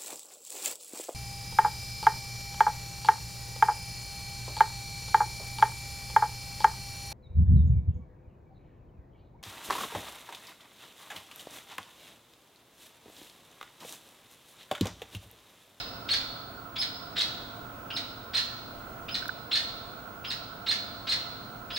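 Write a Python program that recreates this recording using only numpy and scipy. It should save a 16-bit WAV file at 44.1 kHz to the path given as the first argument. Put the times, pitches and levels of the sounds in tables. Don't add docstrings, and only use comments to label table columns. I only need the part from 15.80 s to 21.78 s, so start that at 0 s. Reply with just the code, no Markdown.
import sys
import numpy as np
from scipy import signal
from scipy.fft import rfft, irfft, next_fast_len
from scipy.io import wavfile
from scipy.ndimage import map_coordinates

SR = 44100
rng = np.random.default_rng(int(sys.argv[2]) if len(sys.argv) > 2 else 0)


def materialize(psi):
    bounded = np.clip(np.atleast_2d(psi).T, -1, 1)
    quanta = np.round(bounded * 32767).astype(np.int16)
    wavfile.write(sys.argv[1], SR, quanta)


N = 263718


def amp(db):
    return 10 ** (np.asarray(db) / 20)


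def unit(x):
    return x / np.sqrt(np.mean(x ** 2) + 1e-20)


def along(points, hz):
    f, v = np.transpose(points)
    return np.interp(np.log(hz + 1), np.log(f), v)


def wobble(rate_hz, size):
    knots = rng.standard_normal(int(size * rate_hz / SR) + 4)
    return map_coordinates(knots, [np.arange(size) * rate_hz / SR])


def filtered(x, response):
    n = x.shape[-1]
    m = next_fast_len(n + 4096)
    return irfft(rfft(x, m) * response(np.fft.rfftfreq(m, 1 / SR)), m)[..., :n]


def resonance(f, hz, width_hz):
    return 1j * f * width_hz / (hz * hz - f * f + 1j * f * width_hz)


def step(t, rise_s):
    return .5 + .5 * np.tanh(t / rise_s)


def add(track, sound, start_s):
    i = round(start_s * SR)
    part = sound[:, max(-i, 0):N - i]
    track[:, max(i, 0):max(i, 0) + part.shape[1]] += part


def air():
    # f/Hz, relative density/dB
    spectrum = [(22, -16), (37, 1), (60, -3.5), (115, 0.5), (160, -2), (290, 0.5), (370, -6.5), (700, -3.5),
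                (1100, -10.5), (1700, -16.5), (3000, -20.5), (6000, -28), (14000, -34.5), (16000, -20.5)]
    # f/Hz, coherence
    coherence = [(50, 0.92), (150, 0.88), (400, 0.75), (1000, 0.41), (3000, 0.049), (12000, 0.062)]

    def mid_side(f):
        angle = np.arccos(np.clip(along(coherence, f), -1, 1)) / 2
        return amp(along(spectrum, f)) * [np.cos(angle), np.sin(angle)]

    mid, side = filtered(rng.standard_normal((2, N)), mid_side)
    return amp(-46 + .76 * wobble(2.206, N)) * unit(np.array([mid + side, mid - side]))


def hum():
    # f/Hz, width/Hz, relative level/dB
    modes = [(288, 120, -24), (467.5, 13, -5.5), (689.7, 42, -3), (1068, 116, -8), (1329, 96, -3.5),
             (1456, 115, -4.5)]
    # f/Hz, left/dB, right/dB
    tones = [(111.5, -60.5, -56.5), (886, -69, -69), (15635, -53, -59)]

    def body(f):
        power = sum(amp(2 * db) * abs(resonance(f, hz, width_hz)) ** 3 for hz, width_hz, db in modes)
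        return np.sqrt(power / (1 + (f / 1560) ** 30))

    out = amp([[-64], [-43.5]]) * unit(filtered(rng.standard_normal(N), body))
    for hz, left_db, right_db in tones:
        phase = 2 * np.pi * np.cumsum(hz + 3 * wobble(25, N)) / SR
        out += np.sqrt(2) * amp([[left_db], [right_db]]) * np.sin(phase)
    return out


def knocks():
    # t/s, relative level/dB, t60/s
    hits = [(3.424, -29.5, 0.043), (3.4563, -21, 0.0082), (3.4922, -18, 0.023)]
    # t/s, level/dB
    ticks = [(3.425, -46), (3.4615, -46), (3.4812, -31)]
    out, t = np.zeros((2, N)), np.arange(SR // 16) / SR
    for start_s, db, t60_s in hits:
        ring = amp(db - 60 * t / t60_s) * (1 - np.exp(-t / .00074)) * np.sin(2 * np.pi * 1510 * t)
        add(out, ring * amp([[-10], [5]]), start_s)
    for start_s, db in ticks:
        noise = rng.standard_normal((2, len(t)))
        tick = filtered(noise, lambda f: resonance(f, 14000, 2200) - .6 * resonance(f, 5300, 1600))
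        add(out, unit(tick) * amp(db - 60 * t / .008), start_s)
    return out


def hillside(voice):
    # f/Hz, t60/s
    decay = [(1000, 0.76), (2200, 0.94), (4200, 1.0), (6000, 0.88), (11000, 0.32)]
    hz, t, spectra = signal.stft(rng.standard_normal((3, SR)), SR, nperseg=256)
    tail = amp(-60 * t / along(decay, hz)[:, None]) * step(t - .03, .0071)
    scatter = amp(13.5 - 60 * t / .18) * step(t - .006, .017)
    left, right, shared = signal.istft(spectra * np.hypot(tail, scatter), SR, nperseg=256)[1]
    response = amp([[-.5], [1.5]]) * unit(np.array([left, right]) + .1 * shared) / np.sqrt(len(left))
    for delay_s, db in [(.076, -18.5), (.133, -23)]:
        response[:, round(delay_s * SR)] += amp(db)
    response[:, 0] += amp([-1.3, -.3])
    return signal.fftconvolve(voice[None], response, axes=1)


def syrinx(hz, broken, rough):
    # harmonic number, clear/dB, broken/dB
    partials = [(1, -38, -16), (2, 0, 0), (3, -38, -15), (4, -23, -24), (5, -50, -36)]
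    n = len(hz)
    phase = np.pi * np.cumsum(hz * (1 + rough * wobble(1800, n))) / SR
    tone = sum(amp(clear_db + (broken_db - clear_db) * broken) * np.sin(k * phase)
               for k, clear_db, broken_db in partials)
    shimmer_db = np.minimum(45 * rough, 4) * wobble(710, n)
    return unit(tone * amp(shimmer_db))


def rasp(t, centre_hz, width_hz, peak_db, pulse_hz, jitter, hiss, bright_db):
    # f/Hz, gain/dB
    colour = [(600, -49), (1200, -13), (1750, -5), (2600, -6.5), (3300, -3.5), (4100, -5.5), (5000, -3.5),
              (6000, -15), (8500, -25.5), (12000, -27), (15000, -68)]

    def throat(f):
        gain_db = along(colour, f) + bright_db * step(f - 6000, 1900)
        return amp(gain_db) * (1 + amp(peak_db) * resonance(f, centre_hz, width_hz))

    cycles = np.cumsum(pulse_hz * np.exp(jitter * wobble(700, len(t)))) / SR
    slaps = np.diff(np.floor(cycles), prepend=0) * amp(2 * rng.standard_normal(len(t)))
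    puffs = rng.standard_normal(len(t)) * np.exp(-2 * (cycles % 1))
    return unit(filtered(unit(slaps) + hiss * unit(puffs), throat))


def croak(t, hz, hoarse):
    chirp = syrinx(hz * (1 - .24 * np.exp(-t / .008)), broken=.6, rough=.035 + .035 * hoarse)
    grit = rasp(t, hz, width_hz=900, peak_db=0, pulse_hz=1300,
                jitter=.08 + .12 * hoarse, hiss=.6, bright_db=-5)
    grit = unit(filtered(grit, lambda f: 1 / np.sqrt(1 + (f / hz) ** 4) + .037))
    swell = step(t - .003 - .003 * hoarse, .0025 + .003 * hoarse)
    fade = np.exp(-np.maximum(t - .010, 0) / (.009 + .02 * hoarse))
    return (amp(-3 - 2 * hoarse) * chirp + amp(-2 + hoarse) * grit) * swell * fade


def whistle(t, break_s, top_hz, hoarse, whistle_db, break_db):
    clear_s, broken_hz = .46 * break_s, 3300
    progress = np.clip((t - clear_s) / (break_s - clear_s), 0, 1)
    fall = 1 - np.exp(-np.maximum(t - break_s, 0) / .0045)
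    scoop_hz = (400 + 500 * hoarse) * np.exp(-progress / .193)
    arch_hz = top_hz - scoop_hz - 250 * np.maximum(progress - .6, 0)
    rough = .005 + .025 * hoarse + .025 * fall
    tone = syrinx(arch_hz + (broken_hz - arch_hz) * fall, broken=.54 * fall, rough=rough)
    grit = rasp(t, top_hz, width_hz=730, peak_db=12, pulse_hz=991, jitter=.27, hiss=.9, bright_db=15)
    swell = amp(whistle_db - 10 * np.exp(-progress / .25))
    held = swell * step(t - clear_s, .002) * step(break_s - .001 - t, .002)
    burst = amp(break_db) * step(t - break_s - .0015, .001) * step(break_s + .008 - t, .002)
    return tone * (held + burst) + amp(-8) * hoarse * grit * held


def rattle(t, break_s, hz, hoarse):
    since_s = t - break_s
    length_s = .042 - .36 * break_s
    gate = step(since_s - .007, .0028) * step(length_s - since_s, .015)
    throb = np.cos(2 * np.pi * 112 * (since_s - .012))
    voiced = syrinx(hz * (1 + .03 * wobble(200, len(t))), broken=.8, rough=.05)
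    grit = rasp(t, hz, width_hz=400, peak_db=1, pulse_hz=880,
                jitter=.13, hiss=.55, bright_db=4 * hoarse - 3)
    return (voiced * amp(-5 + 3.5 * throb) + grit * amp(-3 + 2 * throb)) * gate


def partridge():
    # t/s, break delay/s, whistle top/Hz, hoarseness 0-1, effort 0-1, level offset/dB
    notes = [(-.105, .053, 5194, .1, 0.64, -0.5), (.284, 0.042, 4437, .57, 0.98, 1),
             (.956, .056, 5185, 0.27, 0.76, -1.3), (1.357, .042, 3855, .9, .88, 0.66),
             (2.101, 0.062, 5176, .07, .03, 0.5), (2.533, .027, 4230, .63, .95, 0),
             (3.282, 0.06, 5170, .02, 0.09, 0.5), (3.71, .036, 4243, 0.31, 0.99, 1.1),
             (4.442, .060, 5150, .17, .1, 0.4), (4.861, 0.041, 4225, .42, 1, -0.2),
             (5.267, 0.043, 4270, .63, 0.93, -0.5), (5.9, 0.06, 5140, .3, 0.19, 0)]
    out, t = np.zeros((2, N)), np.arange(SR // 8) / SR
    for start_s, break_s, top_hz, hoarse, effort, offset_db in notes:
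        croak_db, croak_hz = -37 + 6.5 * effort, 3086 + 499.4 * effort + 704.5 * hoarse
        whistle_db, break_db = -42.5 + 18.5 * effort, -28.5 + 4 * effort - 3.5 * hoarse
        rattle_db, rattle_hz = -29.5 + 4.5 * effort, 4083 + 150.4 * effort
        voice = amp(croak_db) * croak(t, croak_hz, hoarse)
        voice += whistle(t, break_s, top_hz, hoarse, whistle_db, break_db)
        voice += amp(rattle_db) * rattle(t, break_s, rattle_hz, hoarse)
        add(out, hillside(amp(offset_db) * voice), start_s)
    return out


def scene():
    return partridge() + air() + hum() + knocks()


def record(dry):
    return filtered(dry, lambda hz: hz < 15900)


dry = scene()
out = record(dry)
materialize(out)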